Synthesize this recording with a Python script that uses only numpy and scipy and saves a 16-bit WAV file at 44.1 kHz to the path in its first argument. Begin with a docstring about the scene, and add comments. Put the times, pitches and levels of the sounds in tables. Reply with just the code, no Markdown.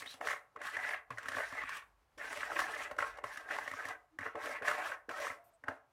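"""The scrape of a metal spoon round a plastic mixing bowl of batter on a stone kitchen counter.
Stick-slip grit drives the resonant modes of the wall, hisses at the spoon's edge and thuds on the counter.
Single catches ring the same modes freely; the bowl rocks with low rings that sag in pitch. A squeak, a singing
wall, hums, wet fizzes and a rumble are noise bands that swell or fade; the first three also glide in pitch.
The small hard kitchen draws each stroke out with sparse decaying taps over a quiet background."""
import sys
import numpy as np
from scipy import signal
from scipy.fft import rfft, irfft
from scipy.io import wavfile
from scipy.ndimage import uniform_filter1d

SR = 44100
rng = np.random.default_rng(int(sys.argv[2]) if len(sys.argv) > 2 else 0)


def store_pcm(level_fs):
    """Save levels as 16-bit WAV."""
    pcm = np.round(np.clip(level_fs, -1, 1) * 32767).astype(np.int16)
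    wavfile.write(sys.argv[1], SR, np.atleast_2d(pcm).T)


N = 261072  # samples in the scene
USUAL_HZ, USUAL_DB = 1717, -41.5  # reference pitch and level of the scrape


def amp(db):
    """Level law: 20 dB is a tenfold amplitude."""
    return 10 ** (np.asarray(db) / 20)


def evened(x):
    """Normalisation to an rms of 1."""
    return x / np.sqrt(np.mean(x ** 2) + 1e-20)


def read(points, hz):
    """Interpolation of a spectrum along a logarithmic frequency axis."""
    f, value = np.transpose(points)
    return np.interp(np.log(hz + 1), np.log(f + 1), value)


def add(mix, s, sound):
    """Superposition: a sound joins the mix at s seconds, cut at the end of the scene."""
    part = mix[max(round(s * SR), 0):][:len(sound)]
    part += sound[:len(part)]


def resonate(x, hz, width):
    """Resonance by heterodyning, so its centre may move; white noise of rms 1 keeps rms 1."""
    turn = np.exp(2j * np.pi * np.cumsum(hz * np.ones(len(x))) / SR)
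    r = np.exp(-np.pi * abs(width) / SR)
    shifted = x / turn + 1e-18
    envelope = signal.lfilter([np.sqrt(2 * (1 - r * r))], [1, -r], shifted)
    return (turn * envelope).real


def drift(seconds):
    """Slow random fluctuation of rms 1: white noise averaged twice over the given time."""
    size = max(int(seconds * SR), 2)
    return evened(uniform_filter1d(uniform_filter1d(rng.standard_normal(N), size), size))


def coloured(x, gain):
    """Linear filtering: the spectrum is multiplied by a gain given as a function of Hz."""
    return irfft(rfft(x) * gain(np.fft.rfftfreq(len(x), 1 / SR)), len(x))


def favoured(modes, centre_hz, octaves, others=0.36):
    """Modal excitation by a contact point: modes near centre_hz ring most; total power is 1."""
    hz, width, db = np.transpose(modes)[:, :, None]
    nearness = np.exp(-(np.log2(hz / centre_hz) / octaves) ** 2)
    share = amp(db) * np.sqrt(abs(width)) * (others + nearness)
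    return share / np.linalg.norm(share, axis=0)


def whistle(rows, width):
    """Band-limited noise: two equal resonances in series, at a pitch and level that may move."""
    s, hz, db = np.transpose(rows)
    t = np.arange(s[0], s[-1], 1 / SR)
    f = np.interp(t, s, hz)
    tone = resonate(resonate(rng.standard_normal(len(t)), f, width), f, width)
    return s[0], amp(np.interp(t, s, db)) * evened(tone) * signal.windows.tukey(len(t), .1)


# as the spoon lifts off, the wall fades and the hiss fades faster
LIFT_S, LIFT_DB_PER_S, HISS_LIFT_DB_PER_S = 0.1, 328.5, 144  # the hiss rate adds to the wall's
# modes 800-1400 Hz re upper modes: they follow the lower modes in part and gain as the favoured pitch sinks
MIDDLE_DB, MIDDLE_FOLLOWS, MIDDLE_DB_PER_OCTAVE = -3.5, 0.17, -5.5
# the thud changes less than the scrape: its level at a scrape of USUAL_DB, and its share of any change
THUD_DB, THUD_FOLLOWS = -81.5, 0.56
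# on landing, the scrape swells in while the low wall takes a short extra push
LAND_S, LAND_DB_PER_S, PUSH_DB, PUSH_S = 0.0066, 9000, 14, 0.0098
LOW_WALL_DB, LOW_WALL_FOLLOWS = -9, 1.16  # re upper modes, and its share of the lower modes' change
# Strokes of the spoon, one table each from landing to lift-off.
# Each row: time in seconds, upper wall modes in dB before the mix, favoured pitch in Hz,
# edge hiss in dB re upper modes, modes under 800 Hz in dB re upper modes.
STROKE_PATHS = [
    [(0.0, -44, 1810, -3, -16), (0.03, -52, 1960, -11.5, -3), (0.12, -59, 1770, 5.5, -20),
     (0.18, -62.5, 1800, -5.5, 0)],
    [(0.208, -53.5, 1690, -11.5, 4), (0.313, -37, 1753, -7, -11.5), (0.39, -56, 1800, -15.5, -11)],
    [(0.559, -49.5, 1620, -34, -3), (0.579, -61, 1700, -25.5, 2), (0.639, -41.5, 1620, -14.5, -11),
     (0.673, -37.5, 1640, -13, -26), (0.721, -44.5, 1790, -15, -11), (0.939, -36, 1890, -17.5, -15)],
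    [(1.105, -37.5, 1720, -32, -12.5), (1.164, -74.5, 1780, 4, 7), (1.18, -49.5, 1640, -19.5, -16.5),
     (1.388, -41.5, 1750, -11, -5.5), (1.45, -41.5, 1800, -15.5, -25), (1.518, -48, 1790, -13, -11.5),
     (1.604, -40, 1830, -19, -12.5), (1.646, -46.5, 1830, -17.5, -28), (1.776, -39, 1610, -15, -19.5)],
    [(2.178, -44, 1716, -15, -12), (2.383, -45, 1940, -8, -6.5), (2.429, -41, 1780, -11.5, -17),
     (2.495, -46.5, 1670, -13, -2.5), (2.587, -35.5, 1830, -12, -8.5), (2.691, -45.5, 1640, -10, -4),
     (2.82, -38.5, 1950, -13, -12.5), (2.95, -59.5, 1630, -18, 2)],
    [(2.983, -38, 1550, -16.5, -11), (3.07, -45.5, 1510, -11.5, -6), (3.164, -57, 1620, -20, -9),
     (3.22, -63, 1860, -29, 1)],
    [(3.237, -44.5, 1610, -18.5, -5.5), (3.345, -53, 1720, -3.5, -17), (3.371, -40, 1720, -20, -17.5),
     (3.397, -50, 1610, -11.5, -6.5), (3.463, -54.5, 1590, -15.5, -2), (3.517, -38.5, 1730, -18.5, -8),
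     (3.605, -42.5, 1710, -12, -10.5), (3.695, -48, 1840, -11.5, -10), (3.915, -45, 1640, -13.5, -7)],
    [(4.188, -44, 1630, -27, -28), (4.259, -43, 1550, -15.5, -0.5), (4.323, -55.5, 1410, -25, -21)],
    [(4.353, -54, 1660, -25, 11.5), (4.422, -47.5, 1640, -6.5, -10), (4.446, -40.5, 1760, -13, 1),
     (4.565, -43.5, 1770, -14, -10)],
    [(4.62, -48.5, 1720, -20, 4), (4.679, -34.5, 1680, -12, -17), (4.741, -38.5, 1680, -13.5, -9),
     (4.777, -39.5, 1610, -18, -6.5), (4.869, -42.5, 1620, -8, -11.5), (4.935, -44, 1696, -15, -9)],
    [(5.091, -42.5, 1460, -18, -3.5), (5.122, -49, 1500, -12, -6), (5.222, -39, 1800, -10.5, -6.5),
     (5.28, -43, 1800, -7.5, -10), (5.348, -54, 1800, -10, -5)],
    [(5.633, -71, 1630, -39, -4), (5.695, -49, 1600, -17, 7.5), (5.77, -64, 1620, -15, -6)],
]


def stroke_controls():
    """Quasi-static control: level and pitch glide along each stroke; other layers follow by rule."""
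    t, out = np.arange(N) / SR, np.zeros((7, N))
    out[1] = USUAL_HZ
    for rows in STROKE_PATHS:
        s, *columns = np.transpose(rows)
        on = (t >= s[0] - LAND_S) & (t < s[-1] + LIFT_S)
        db, hz, hiss_db, lower_db = (np.interp(t[on], s, c) for c in columns)
        lifted_s = np.maximum(t[on] - s[-1], 0)
        db = db - LIFT_DB_PER_S * lifted_s
        hiss_db = hiss_db - HISS_LIFT_DB_PER_S * lifted_s
        push_db = PUSH_DB * np.exp(-abs(t[on] - s[0] + LAND_S) / PUSH_S)
        low_db = db + LOW_WALL_DB + LOW_WALL_FOLLOWS * lower_db + push_db
        db = db - LAND_DB_PER_S * np.maximum(s[0] - t[on], 0)
        middle_db = MIDDLE_DB + MIDDLE_FOLLOWS * lower_db + MIDDLE_DB_PER_OCTAVE * np.log2(hz / USUAL_HZ)
        thud_db = THUD_DB + THUD_FOLLOWS * (db - USUAL_DB)
        out[:, on] = (amp(db), hz, amp(db + hiss_db), amp(low_db), amp(thud_db),
                      amp(db + lower_db), amp(db + middle_db))
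    return uniform_filter1d(out, 60, axis=1)


def grit(per_s, spread_db, clump_db, clump_s):
    """Stick-slip friction: random slips of uneven size that come in clumps."""
    sizes = amp(spread_db * np.minimum(rng.exponential(1, N), 4)) * rng.choice([-1, 1], N)
    slips = rng.random(N) < per_s / SR
    return evened(sizes * slips * amp(clump_db * drift(clump_s)))


# Spoon modes damped by hand and batter. Each row: pitch in Hz, width in Hz, level in dB over the hiss.
SPOON_MODES = [(3870, 200, 0), (4600, 110, 0.5), (5730, 450, 3.5), (9840, 500, 2)]
# Hiss of the edge. Each row: frequency in Hz, relative density in dB per Hz.
EDGE_SPECTRUM = [(1760, -11.5), (3000, -1.5), (4260, -6.5), (5840, -8), (7830, -10), (9530, -11.5),
                 (12000, -18.5), (13700, -16.5), (16000, -23)]


def edge_gain(hz):
    """Broadband friction spectrum with the spoon's damped resonances on top."""
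    peaks_db = sum(db / (1 + (2 * (hz - f) / w) ** 2) for f, w, db in SPOON_MODES)
    return amp(read(EDGE_SPECTRUM, hz) + peaks_db)


# Modes of the bowl wall. Each row: pitch in Hz, width in Hz, relative level in dB.
WALL_MODES = [(450, 56, -24), (587.4, 38.7, 0), (746.5, 95, -3), (864, 56, -8.5), (1097, 52, 4.5),
              (1226, 68, -1.5), (1311, 53.5, 1), (1443, 70, 0), (1564, 96, 3.5), (1731, 93, 0.5),
              (1828, 74.6, 2), (1979, 75, 2.5), (2133, 78, 3.5), (2358, 560, -1), (2840, 79, -5.5),
              (2700, 250, -35.5)]
# Slow bending of the wall. Each row: pitch in Hz, width in Hz, relative level in dB.
BENDING_MODES = [(268.4, 20, -1), (330, 82, 3), (439, 77, 7.5)]
# Bowl on the counter. Each row: pitch in Hz, width in Hz, relative level in dB.
COUNTER_MODES = [(48, 20, -20.5), (94, 15.6, -11.5), (105, 22, -6.5)]


def scrape():
    """Forced vibration: one gritty force drives the wall and the counter and joins the hiss of the edge."""
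    upper, centre_hz, hiss, low, thud, lower, middle = stroke_controls()
    force = grit(per_s=3000, spread_db=1.0, clump_db=2.5, clump_s=0.0081)
    out = np.zeros(N)
    for lo, hi, level in ((0, 800, lower), (800, 1400, middle), (1400, SR, upper)):
        modes = [m for m in WALL_MODES if lo <= m[0] < hi]
        share = favoured(modes, centre_hz[::64], octaves=0.26, others=0.48)
        for k, (hz, width, _) in enumerate(modes):
            # the moving contact crosses nodes of each mode, so every mode swells on its own
            reach = np.repeat(share[k], 64)[:N] * amp(4.7 * np.tanh(drift(0.036)))
            out += (-1) ** k * resonate(force * level * reach, hz, width)

    # the edge sings in a narrow wavering band where the slips lock to the wall
    edge_level = amp(-14.5 + 4.2 * drift(0.083)) * upper
    out += edge_level * resonate(force, centre_hz * (1 + 0.014 * drift(0.05)), 47)
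    # the wall's ring carries little above about 3.3 kHz
    out = signal.sosfilt(signal.butter(2, 3300, fs=SR, output="sos"), out)

    for modes, level in ((BENDING_MODES, low), (COUNTER_MODES, thud)):
        share = favoured(modes, 300, octaves=8.8)[:, 0]
        for p, (hz, w, _) in zip(share, modes):
            ring = resonate(resonate(force * level, hz, w), hz, 1.35 * w)
            out += p * ring * np.sqrt(np.pi * 3.0 * w / SR)

    fine = 0.19 * force + 1.5 * grit(per_s=12000, spread_db=3.0, clump_db=1.37, clump_s=0.014)
    _, _, z = signal.stft(coloured(fine, edge_gain), SR, nperseg=256)
    # the colour of the rasp shifts as the edge tilts: patches about 1 kHz by 40 ms
    patches = evened(uniform_filter1d(uniform_filter1d(rng.standard_normal(z.shape), 6, axis=0), 14, axis=1))
    rasp = signal.istft(z * amp(1.96 * patches), SR, nperseg=256)[1][:N]
    return out + hiss * evened(rasp)


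# Reverberation of the kitchen. Each row: frequency in Hz, decay by 60 dB in seconds.
ROOM_DECAY = [(100, 0.17), (700, 0.51), (1800, 0.29), (5000, 0.19), (12000, 0.37)]


def kitchen(x):
    """Reverberation by convolution: sparse taps of random sign, each band dying at its own speed."""
    taps = np.zeros(SR // 2)
    at = np.arange(200, len(taps) - 20, 20)
    taps[at + rng.integers(0, 20, len(at))] = rng.choice([-1., 1.], len(at))
    hz, t, z = signal.stft(taps, SR, nperseg=256)
    decay = amp(-60 * t / read(ROOM_DECAY, hz)[:, None])
    tail = signal.istft(z * decay, SR, nperseg=256)[1]
    return signal.fftconvolve(x, tail / np.linalg.norm(tail))[:N]


# Quiet kitchen. Each row: frequency in Hz, relative density in dB per Hz.
AIR_SPECTRUM = [(15, -13), (25, -19.5), (82, -13.5), (114, -13), (190, -23.5), (695, -19.5), (775, -17),
                (887, -16.5), (1290, -20), (3720, -33.5), (16000, -42.5)]


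def air():
    """Stationary filtered noise: a steady background with a slight waver in level."""
    noise = coloured(rng.standard_normal(N), lambda hz: amp(read(AIR_SPECTRUM, hz)))
    return amp(-77 + 2.0 * drift(0.074)) * evened(noise)


# A low rumble swells and fades. Each row: time in seconds, level in dB.
RUMBLE_SWELL = [(0.0, -83), (0.6, -91), (1.3, -72), (1.6, -71), (2.1, -77.5), (2.65, -75), (3.17, -66),
                (3.56, -82), (4.3, -81), (5.03, -80), (5.92, -87)]


def rumble():
    """Narrow-band noise at a fixed low pitch of 48 Hz under a slow envelope."""
    out = np.zeros(N)
    add(out, *whistle([(s, 48, db) for s, db in RUMBLE_SWELL], width=27))
    return out


CONTACT_MS, SOFTER_LOW = 2.04, 0.43  # build-up of a catch at USUAL_HZ; power by which lower ones build slower
# Spoon catches the wall. Each row: time in seconds, peak in dB, favoured pitch in Hz, edge tick in dB re peak,
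# thud in dB re peak; the sum below offsets the wall ring, tick and thud by a fixed trim each.
CATCHES = [(0.022, -35, 1880, -14, -21), (0.06, -38, 1880, -14, -21), (0.14, -46.5, 690, -4, -10),
           (0.211, -26.5, 720, -26, -33), (0.244, -38, 1700, -35, -39), (0.272, -24, 1710, -16, -49),
           (0.286, -24, 1740, -23, -43), (0.299, -29, 1880, -25, -48), (0.315, -23.5, 1900, -41, -50),
           (0.331, -26.5, 1770, -37, -41), (0.561, -35.5, 1194, -29, -25), (0.616, -32, 1670, -19.5, -33),
           (0.768, -23, 1760, -26, -37), (0.85, -30.5, 1670, -41, -35), (0.891, -28.5, 1980, -18, -54),
           (0.935, -27.5, 1740, -42, -49), (1.105, -33, 1130, -19.5, -17), (1.174, -35.5, 1890, -29, -41),
           (1.183, -29, 1645, -19, -44), (1.23, -39, 1760, -13, -38), (1.258, -34.5, 1380, -18, -19),
           (1.285, -26, 1780, -15.5, -23.5), (1.319, -29, 1570, -18.5, -28), (1.349, -29, 1670, -25, -22),
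           (1.368, -30, 1080, -21, -15), (1.403, -27, 1710, -24, -47), (1.524, -36, 1100, -19, -12.5),
           (1.635, -30, 1180, -22, -22), (1.692, -32, 1120, -13, -47), (1.731, -50, 1810, -24, -47),
           (1.769, -38.5, 1670, -9.5, -33), (2.329, -30, 1770, -18, -35), (2.372, -29.5, 2440, -15.5, -25),
           (2.432, -24.5, 1650, -38, -34), (2.507, -29.5, 1590, -35, -44), (2.517, -27, 1320, -35, -35),
           (2.566, -27, 1830, -35, -43), (2.591, -18.5, 1640, -18.5, -58), (2.602, -24.5, 1470, -11.5, -61),
           (2.912, -31.5, 674, -22, -20), (2.965, -39, 580, -23, -46), (2.987, -20, 1450, -24, -48),
           (3.005, -29.5, 1970, -23, -21.5), (3.025, -22.5, 1280, -28, -42), (3.173, -43, 710, -14, -37),
           (3.186, -35, 700, -25, -41), (3.24, -26.5, 977, -22.5, -30), (3.359, -42, 1630, -32, -49),
           (3.373, -34, 1620, -11.5, -25.5), (3.489, -35, 1630, -30, -40), (3.509, -27, 1630, -21, -51),
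           (3.518, -37, 1790, -16, -48), (3.564, -33.5, 1110, -18, -45), (3.585, -24, 890, -26, -53),
           (3.677, -27, 1840, -22.5, -29), (3.714, -31, 1920, -18.5, -23), (3.736, -31.5, 1160, -20, -19),
           (3.853, -29, 1850, -19, -21.5), (3.886, -32.5, 1190, -13, -25), (4.188, -27, 1750, -24, -20),
           (4.209, -35.5, 2030, -21, -10.5), (4.264, -31, 1260, -28, -23), (4.354, -33, 980, -27.5, -18),
           (4.458, -31.5, 1490, -15.5, -23), (4.622, -30.5, 1580, -26, -22), (4.655, -29, 1930, -30, -40),
           (4.682, -20, 1550, -19, -49), (4.703, -24, 1620, -29, -58), (4.712, -23.5, 1350, -20, -47),
           (4.871, -29.5, 1280, -28, -45), (4.92, -30, 1670, -31, -36), (5.092, -29, 1560, -23.5, -28),
           (5.112, -35, 1250, -20, -24), (5.201, -37, 546, -7, -41), (5.267, -26, 1170, -31, -42),
           (5.302, -30, 1900, -38, -23), (5.639, -36.5, 1680, -27, -19), (5.683, -23.5, 1530, -25.5, -17.5)]


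def knocks():
    """Free vibration: each catch rings the wall modes, with a tick of the edge and a thud underneath."""
    out, t = np.zeros(N), np.arange(5000) / SR
    hz, width, _ = np.transpose(WALL_MODES)[:, :, None]
    luck = rng.standard_normal((len(CATCHES), 2, len(WALL_MODES), 1))
    ticks = rng.standard_normal((len(CATCHES), len(t)))
    for (s, db, centre_hz, tick_db, thud_db), (turn, bias), noise in zip(CATCHES, luck, ticks):
        rise_ms = CONTACT_MS * (USUAL_HZ / centre_hz) ** SOFTER_LOW
        rise = 1 - np.exp(-(1000 * t / rise_ms) ** 2)
        share = favoured(WALL_MODES, centre_hz, octaves=0.17, others=0.19) * amp(1.4 * np.tanh(bias))
        # the spoon stays pressed to the wall and damps it
        decay = np.exp(-np.pi * 1.8 * width * t)
        ring = rise * (share * decay * np.sin(2 * np.pi * hz * t + 1.08 * turn)).sum(0)
        tick = coloured(noise, edge_gain) * (1 - np.exp(-(t / 0.0011) ** 2)) * np.exp(-t / 0.0056)
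        thud = rise * sum(amp(d) * np.exp(-np.pi * w * t) * np.sin(2 * np.pi * f * t)
                          for f, w, d in COUNTER_MODES + BENDING_MODES[:1])
        parts = ((ring, -1.5), (tick, tick_db + 4.5), (thud, thud_db - 1.5))
        add(out, s - .001, sum(amp(db + d) * p / abs(p).max() for p, d in parts))
    return out


# The spoon squeaks once. Each row: time in seconds, pitch in Hz before the strand's ratio,
# level in dB before the strand's own.
SQUEAK_GLIDE = [(.055, 3070, -66), (.064, 3170, -55), (.072, 3700, -49.5), (.09, 3850, -57),
                (.12, 4050, -54.5), (.14, 3700, -61)]


def squeak():
    """Parallel noise bands: three strands at fixed pitch ratios glide together."""
    out = np.zeros(N)
    for ratio, db in ((.82, -8), (1, 1.5), (1.17, -11)):
        start, sound = whistle(SQUEAK_GLIDE * np.array([1, ratio, 1]), width=270)
        add(out, start, amp(db) * sound)
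    return out


# The bowl rocks and settles on the counter. Each row: start in seconds, start pitch in Hz, end pitch in Hz,
# level in dB before the onset, decay by 60 dB in seconds.
ROCKINGS = [(1.105, 135, 109, -47, 0.29), (3.241, 124, 104, -51, 0.16), (3.87, 125, 101, -61, 0.17),
            (4.191, 125, 100, -65, 0.18), (4.42, 99, 92, -59, 0.25), (5.09, 130, 110, -69, .15),
            (5.68, 120, 94, -66, 0.16)]


def booms():
    """Damped oscillation with falling frequency: a low ring that sags as the bowl comes to rest."""
    out, t = np.zeros(N), np.arange(SR // 4) / SR
    for s, start_hz, end_hz, db, t60 in ROCKINGS:
        hz = end_hz + (start_hz - end_hz) * np.exp(-t / 0.029)
        envelope = amp(db - 60 * t / t60) * (1 - np.exp(-t / 0.011))
        add(out, s, envelope * np.sin(2 * np.pi * np.cumsum(hz) / SR))
    return out


# Faint hums in the pauses, one table each. 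Each row: time in seconds, pitch in Hz, level in dB.
PAUSE_HUMS = [
    [(2.06, 765, -88), (2.09, 763, -83), (2.16, 765, -90)],
    [(4.1, 310, -88), (4.125, 310, -74), (4.175, 306, -64)],
    [(5.37, 700, -68), (5.39, 683, -62.5), (5.495, 692, -67.5), (5.51, 666, -77), (5.58, 673, -72)],
]


def hums():
    """Narrow-band noise, close to a tone, that glides in pitch and level."""
    out = np.zeros(N)
    for rows in PAUSE_HUMS:
        add(out, *whistle(rows, width=22))
    return out


# The wall sings. Each row: time in seconds, pitch in Hz, level in dB.
SINGING_WALL = [(3.36, 1660, -48), (3.39, 1600, -59), (3.42, 1590, -55), (3.46, 1596, -60),
                (3.5, 1640, -52)]


def singing():
    """Mode locking: the slips lock to one mode, heard as a single narrow gliding band."""
    out = np.zeros(N)
    add(out, *whistle(SINGING_WALL, width=40))
    return out


# Faint wet fizzes off the lifted spoon. 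Each row: start in seconds, length in seconds, pitch in Hz,
# width in Hz, starting level in dB.
WET_FIZZES = [(5.439, 0.061, 13500, 1500, -74), (5.441, .06, 9300, 4030, -78),
              (5.534, 0.032, 8250, 1536, -76.5)]


def fizzes():
    """Short bursts of high, broad noise at a fixed pitch, each falling 7.5 dB along its length."""
    out = np.zeros(N)
    for s, length, hz, width, db in WET_FIZZES:
        add(out, *whistle([(s, hz, db), (s + length, hz, db - 7.5)], width))
    return out


def scene():
    """Superposition of the bowl close by, its reverberation and the quiet of the kitchen."""
    bowl = amp(-1.5) * scrape() + knocks() + booms()
    small_sounds = rumble() + squeak() + hums() + singing() + fizzes()
    return (bowl + amp(-11.5) * kitchen(bowl) + small_sounds + air())[None]


def record(dry):
    """Linear filtering: bass roll-off, a duller top above 14.3 kHz, then the band limit."""
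    thinned = signal.sosfilt(signal.butter(2, 44, "high", fs=SR, output="sos"), dry)
    duller = coloured(thinned[0], lambda hz: amp(-4.0 * (hz > 14300)))[None]
    band_limit = signal.firwin(511, 16050, window=("kaiser", 9), fs=SR)  # cutoff in Hz
    return signal.oaconvolve(duller, band_limit[None], "same")


dry = scene()
out = record(dry)
store_pcm(out)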